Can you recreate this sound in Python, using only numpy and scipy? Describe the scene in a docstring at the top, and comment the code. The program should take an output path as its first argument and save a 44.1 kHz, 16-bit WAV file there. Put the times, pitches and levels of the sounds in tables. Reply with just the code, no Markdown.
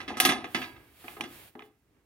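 """An open steel ammunition can is grabbed and swung round on a carpet, close to the microphone.
First it clanks and the handle slaps its stop. Each contact is a short chatter that sets the thin
walls ringing. Just after half a second the lid drops against its hinge, and the base starts to
hiss over the carpet as it turns. From one second on, the latch clacks and the base settles with
a few dull knocks. Under it all lie a soft handling rumble and a quiet room."""
import sys
import numpy as np
from scipy import signal
from scipy.fft import irfft, next_fast_len
from scipy.io import wavfile

SR = 44100
rng = np.random.default_rng(int(sys.argv[2]) if len(sys.argv) > 2 else 0)


def log_audio(samples):
    """Write samples as a 16-bit WAV file to the path given in sys.argv[1]."""
    # one column per channel
    frames = np.atleast_2d(samples).T
    # limit to full scale, then quantise
    limited = np.clip(frames, -1, 1)
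    pcm = np.round(limited * 32767).astype(np.int16)
    wavfile.write(sys.argv[1], SR, pcm)


N = 90404

# The contacts. Each row: start in seconds, chatter length in ms, then the strength in dB
# of the bass, low middle, upper middle and treble.
CONTACTS = [ (0.002, 11.1, -45.5, -42.5, -38, -55), (0.0785, 13.7, -38, -42.5, -33, -52),
            (0.104, 9.5, -38.5, -31, -60, -79), (0.140, 21, -45, -64, -42, -79),
            (0.1695, 12.2, -40.5, -37, -37.5, -40.5), (0.2005, 4.8, -33, -23.5, -16, -18.5),
            (0.231, 14, -35, -35, -32, -37), (0.2498, 6.8, -23.5, -23, -13, -22.5),
            (0.289, 11.2, -26.5, -32.5, -20.5, -33), (0.305, 4.7, -50, -21, -34, -40),
            (0.321, 1.9, -29, -24, -20, -36.5), (0.389, 8, -39.5, -38.5, -63, -66),
            (0.4425, 6.5, -38, -39.5, -33, -57.5), (0.5458, 7.6, -29.5, -30.5, -20.5, -38.5),
            (0.616, 13.4, -50.5, -43.5, -30.5, -54.5), (0.762, 6.7, -57, -58, -51.5, -81),
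            (1.040, 3.6, -45.5, -44.5, -48, -66), (1.081, 2.74, -53, -40, -35.5, -62),
            (1.167, 4.7, -47, -42.5, -48.5, -70), (1.199, 5.5, -41.5, -41.5, -57, -69),
            (1.2082, 2.4, -32.5, -39, -27, -36.5), (1.236, 9, -44, -44.5, -40.5, -53.5),
            (1.552, 3.4, -45.5, -42.5, -56.5, -80), (1.592, 2.4, -42, -42.5, -47, -68),
            (1.605, 1.8, -64, -48, -43, -87), (1.621, 2, -58, -53, -40.5, -74)]
# The centres of those four ranges, in Hz.
RANGE_HZ = [260, 850, 2700, 9000]
ATTACK_S, TYPICAL_CHATTER_MS = 0.00095, 6.7
# The tone of the sheet steel. Each row: frequency in Hz, band level in dB.
STEEL_TONE = [(25, -57.5), (50, -37.5), (110, -30), (170, -24.5), (220, -14), (290, -8), (380, -13),
              (530, -22), (760, -9.5), (980, -14.5), (1250, -5), (1500, -8.5), (2000, -6), (2500, -6.5),
              (3200, -8.5), (4000, -10), (5000, -10), (6300, -8.5), (7800, -14.5), (10000, -4), (13000, -6),
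              (16000, -8)]
# How the steel rings on. Each row: frequency in Hz, early level in dB, early ring time in seconds,
# late level in dB, late ring time in seconds. A ring time (t60) is how long a 60 dB fade takes.
STEEL_RING = [(100, -10, 0.1, -7.5, 0.54), (279, -3.5, 0.44, -5.5, 0.21), (740, -2.5, 0.26, -8, 0.4),
              (2597, -16.5, 0.16, -22, 0.54), (4900, -8, 0.17, -17.5, 0.4), (11720, -8, 0.061, -20.5, 0.1)]
# The pitches of the walls' modes, in Hz. A mode is a tone that a part rings at by itself.
WALL_PITCHES = [128, 232, 258, 285, 331, 348, 392, 711, 735, 1061, 1269, 1648, 1737, 1837, 2012, 2092, 2955,
                3129, 3439]
# The same modes, in order. Each row: level in dB, ring time in seconds.
WALL_RING = [(-26, 0.55), (-14, .35), (-12, 0.18), (-10.5, 0.083), (-18, 0.56), (-11.5, .42), (-18, .4),
             (-15, .36), (-10, .22), (-20.5, .22), (-8, 0.13), (-14, 0.17), (-15, .24), (-20, .2),
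             (-22, 0.1), (-15, .19), (-16.5, .22), (-20.5, 0.15), (-12, .21)]

# Blows on the handle, lid and base. Each row: start in seconds, strength in dB.
HANDLE_SLAPS = [(0.169, -16.5), (0.2005, 9.5), (0.2498, 10)]
LID_DROPS = [(0.5462, 19.5), (0.616, 11.5)]
BASE_KNOCKS = [(1.04, 4), (1.167, 7.5), (1.552, 12.5), (1.621, 8.5)]
# The modes of each part. Each row: pitch in Hz, level in dB.
HANDLE_TONES = [(4161, -52), (4430, -53), (4635, -48), (4856, -54), (6358, -49), (6605, -56), (7607, -57),
                (8425, -64), (8710, -52), (9044, -59), (9464, -57), (9636, -47), (10191, -56), (10982, -53),
                (11590, -52), (11994, -62), (12382, -56), (12834, -63), (13415, -62), (13991, -61)]
LID_TONES = [(635.2, -74), (974.4, -71), (1292, -75), (1642, -72), (2250, -69), (2853, -81), (3305, -76),
             (3456, -82), (4657, -81), (4834, -86)]
BASE_TONES = [(253.0, -64), (344.5, -61), (425.3, -61), (807.5, -66), (904.4, -78), (1104, -74)]
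# How those modes start and fade. Each row: frequency in Hz, extra level in dB, ring time in seconds.
HANDLE_FADE = [(4000, -0.5, 0.19), (6400, 2.5, .24), (9600, 4, 0.3), (11800, 3.5, .21), (12400, 13, .15),
               (14000, 11.5, .12)]
LID_FADE = [(600, 5, 0.49), (2250, 6.5, 0.67), (3300, 6, 0.32), (4797, 17, .33)]
BASE_FADE = [(250, 1.3, 0.16), (436, 1.9, 0.29), (805, 2.8, .22), (1100, 1.2, 0.23)]
# The clacks of the latch. Each row: start in seconds, strength in dB.
LATCH_CLACKS = [(1.0812, -31.5), (1.2089, -19.5), (1.593, -37.5)]
# The modes of the latch. Each row: pitch in Hz, level in dB, ring time in seconds.
LATCH_TONES = [(824, -18, 0.12), (1070, -8.5, 0.017), (2417, 0.5, 0.016), (2980, -0.5, 0.01),
               (3345, -9.5, 0.012)]

# How the dragging and the handling rumble rise and fall. Each row: time in seconds, level in dB.
DRAG_LEVEL = [(0, -69), (.36, -88), (.5, -59.5), (.6, -51), (.69, -60.5), (.76, -68.5), (.93, -66.5),
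              (1.02, -57), (1.11, -52), (1.18, -58), (1.25, -66), (1.33, -53), (1.42, -54.5), (1.485, -58),
              (1.52, -71.5), (1.58, -75.5), (1.66, -68), (1.71, -85), (2.05, -93)]
RUMBLE_LEVEL = [(0, -56), (.18, -59), (.28, -51.5), (.45, -59.5), (.7, -60), (.82, -61.5), (1.0, -73),
                (1.1, -62), (1.46, -67), (1.55, -78), (1.8, -83), (1.88, -77), (1.97, -71), (2.05, -77.5)]
# The tone of the carpet, the rumble and the room. Each row: frequency in Hz, band level in dB.
CARPET_TONE = [(60, -25.5), (130, -17.5), (300, -21), (550, -16.5), (1200, -16), (2500, -8.5), (4000, -12),
               (6300, -17), (10000, -8.5), (13000, -5.5), (16000, -6.5)]
RUMBLE_TONE = [(25, -21.5), (45, -13.5), (63, -9), (90, -9.5), (125, -6), (180, -24), (300, -2),
               (550, -14.5), (2200, -12), (5000, -25), (16000, -30.5)]
ROOM_TONE = [(25, -100), (65, -81.5), (125, -82), (300, -89), (600, -96), (2000, -97), (5000, -93.5),
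             (12000, -91.5), (16000, -89)]
# How the can and the background reach the two microphones. Each row: frequency in Hz,
# left over right in dB, how alike the sides are from 0 to 1, lead of the left side in radians.
CAN_STEREO = [(100, -1, 0.98, .05), (282.8, 2.5, 0.86, 0.071), (695, 2, 0.98, 0.093),
              (1382, -5.5, 0.3, 0.25), (2290, -5, 0, 1.8), (3180, -6.5, 0.9, 1.246), (5500, 8.5, 1, 1.72),
              (8800, 2.5, 0.4, 0.65), (12900, 3, 1, 1.2)]
BACKGROUND_STEREO = [(100, -0.56, 1, 0.4), (990, -2.3, .7, 0.5), (3000, -3.2, .3, 1),
                     (12000, -1.5, 0.08, 0.79)]
EDGES_HZ = 22 * 2 ** (np.arange(39) / 4)   # noise bands, each a quarter of an octave wide
CENTRES_HZ = np.sqrt(EDGES_HZ[1:] * EDGES_HZ[:-1])


def sheet_clatter():
    """Each contact is a burst of tiny rebounds; the steel's crowded modes ring on after it."""
    bursts = []
    for start, chatter_ms, *_ in CONTACTS:
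        age = np.maximum(np.arange(N) / SR - start, 0)
        rise_s = ATTACK_S * (chatter_ms / TYPICAL_CHATTER_MS) ** 0.2   # long scrapes swell more slowly
        rise = 1 - np.exp(-(age / rise_s) ** 2)
        fade = np.exp(-np.minimum(age * 1000 / chatter_ms, 60))
        bursts.append(rise * fade)
    bursts, out = np.array(bursts), 0
    rebounds = from_db(-2 * flutter(per_s=500)) ** 2
    for hz, band in noise_bands(CAN_STEREO, ripple_db=9):
        early_db, early_t60, late_db, late_t60 = at_hz(STEEL_RING, hz)
        drive = contact_strengths(hz) ** 2 @ bursts
        early = from_db(early_db) ** 2 * stored_energy(drive, early_t60)
        late = from_db(late_db) ** 2 * stored_energy(drive, late_t60)
        power = drive * rebounds + early + late
        out = out + from_db(at_hz(STEEL_TONE, hz)[0]) * np.sqrt(power) * band
    return out


def contact_strengths(hz, top_hz=15000, hard_blow_db=-19.5):
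    """How hard each contact drives the can at one frequency; soft blows barely reach the top."""
    levels = np.array(CONTACTS)[:, 2:].T
    treble = levels[-1]
    top = treble + np.clip(treble - hard_blow_db, -15, 0)
    table = np.column_stack([RANGE_HZ + [top_hz], np.vstack([levels, top])])
    return from_db(at_hz(table, hz))


def stored_energy(power, t60):
    """The metal takes up energy from the contacts and slowly loses it."""
    kept = from_db(-60 / (t60 * SR)) ** 2
    return signal.lfilter([1000 / (TYPICAL_CHATTER_MS * SR)], [1, -kept], power + 1e-18)


def walls():
    """The box gives a hollow ring at every contact; longer contacts feed it more."""
    starts, chatter_ms = np.array(CONTACTS)[:, :2].T
    feed = np.sqrt(chatter_ms / TYPICAL_CHATTER_MS)
    modes = [(hz, contact_strengths(hz) * feed * from_db(db), t60)
             for hz, (db, t60) in zip(WALL_PITCHES, WALL_RING)]
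    return ringing(modes, starts, 2 * ATTACK_S)


def struck_part(hits, tones, fade):
    """The handle, the lid or the base rings with its own modes when it is hit."""
    starts, hit_db = np.transpose(hits)
    pitches, levels = np.transpose(tones)
    extra_db, t60s = at_hz(fade, pitches)
    modes = [(hz, from_db(hit_db + db), t60) for hz, db, t60 in zip(pitches, levels + extra_db, t60s)]
    return ringing(modes, starts, 2 * ATTACK_S)


def latch():
    """The latch gives dry clacks that peak almost at once and die quickly."""
    starts, hit_db = np.transpose(LATCH_CLACKS)
    modes = [(hz, from_db(hit_db + db), t60) for hz, db, t60 in LATCH_TONES]
    return ringing(modes, starts, attack_s=0.00039)


def ringing(modes, starts, attack_s, spread_db=1):
    """Clear tones swell and fade after each blow. Each mode: pitch, gain per blow, ring time."""
    out, swell = 0, np.exp(-1 / (attack_s * SR))
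    for hz, gains, t60 in modes:
        balance, alike, lead = at_hz(CAN_STEREO, hz)
        lead += (1 - np.clip(alike, 0, 1)) * rng.standard_normal()   # each mode spreads its own way
        luck, turn = rng.standard_normal((len(starts), 2)).T
        blows = np.zeros(N, complex)
        blows[(starts * SR).astype(int)] = gains * from_db(spread_db * luck) * np.exp(2j * np.pi * turn)
        step = from_db(-60 / (t60 * SR)) * np.exp(2j * np.pi * hz / SR)   # one sample's fade and swing
        ring = signal.lfilter([1 - swell], np.poly([step, swell * step]), blows + 1e-18)
        out = out + pan(balance) * np.real([ring, ring * np.exp(-1j * lead)])
    return out


def carpet_drag():
    """Carpet fibres flick past the steel base in a fine, grainy hiss."""
    grain_db = 0.4 * flutter(per_s=250)
    return from_db(over_time(DRAG_LEVEL) + grain_db) * steady_noise(CARPET_TONE)


def handling_rumble():
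    """The can and the hands rumble softly as they move."""
    return from_db(over_time(RUMBLE_LEVEL)) * steady_noise(RUMBLE_TONE)


def steady_noise(tone):
    """Even background noise with the given tone."""
    return sum(from_db(at_hz(tone, hz)[0]) * band for hz, band in noise_bands(BACKGROUND_STEREO))


def noise_bands(stereo, ripple_db=0, spacing_hz=84.42):
    """Gives each band's centre and stereo noise; ripple adds peaks, like modes of uneven strength."""
    size = next_fast_len(N, real=True)
    bumps = np.clip(rng.standard_normal(2000), -2, 2)
    bin_hz = np.arange(size // 2) * SR / size
    ripple = from_db(ripple_db * np.interp(bin_hz / spacing_hz, np.arange(len(bumps)), bumps))
    for low, high, hz in zip(EDGES_HZ, EDGES_HZ[1:], CENTRES_HZ):
        balance, alike, lead = at_hz(stereo, hz)
        alike = np.clip(alike, 0, 1)
        first, end = int(low * size / SR), int(high * size / SR)
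        left, unrelated = ripple[first:end] * np.exp(2j * np.pi * rng.random((2, end - first)))
        right = alike * np.exp(-1j * lead) * left + np.sqrt(1 - alike ** 2) * unrelated
        bins = np.zeros((2, size // 2 + 1), complex)
        bins[:, first:end] = left, right
        band = irfft(bins, size)[:, :N]
        yield hz, band / band.std() * pan(balance)


def flutter(per_s):
    """A smooth random wobble, about 1 in size."""
    smoothing = signal.butter(2, per_s, fs=SR, output="sos")
    wobble = signal.sosfilt(smoothing, rng.standard_normal(N))
    return wobble / wobble.std()


def pan(db):
    """Left and right gains that keep the total power the same."""
    gains = from_db([[db / 2], [-db / 2]])
    return gains / np.sqrt(np.mean(gains ** 2))


def at_hz(table, hz):
    """Reads a table's columns at a frequency, sliding between rows on an octave scale."""
    row_hz, *columns = np.transpose(table)
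    return [np.interp(np.log(hz), np.log(row_hz), column) for column in columns]


def over_time(table):
    """Joins a table's levels with straight lines, one value per sample."""
    return np.interp(np.arange(N) / SR, *np.transpose(table))


def from_db(db):
    """Turns decibels into a gain."""
    return 10 ** (np.asarray(db) / 20)


def scene():
    """The can, the carpet, the handling and the quiet room together."""
    handle = struck_part(HANDLE_SLAPS, HANDLE_TONES, HANDLE_FADE)
    lid = struck_part(LID_DROPS, LID_TONES, LID_FADE)
    base = struck_part(BASE_KNOCKS, BASE_TONES, BASE_FADE)
    can = sheet_clatter() + walls() + handle + lid + base + latch()
    return can + carpet_drag() + handling_rumble() + steady_noise(ROOM_TONE)


def record(dry, low_cut_hz=53, high_cut_hz=15800):
    """The microphone drops the deepest bass; the highest treble is cut steeply."""
    low_cut = signal.butter(2, low_cut_hz, "high", fs=SR, output="sos")
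    high_cut = signal.ellip(10, .2, 80, high_cut_hz, fs=SR, output="sos")
    return signal.sosfilt(high_cut, signal.sosfilt(low_cut, dry))


dry = scene()
out = record(dry)
log_audio(out)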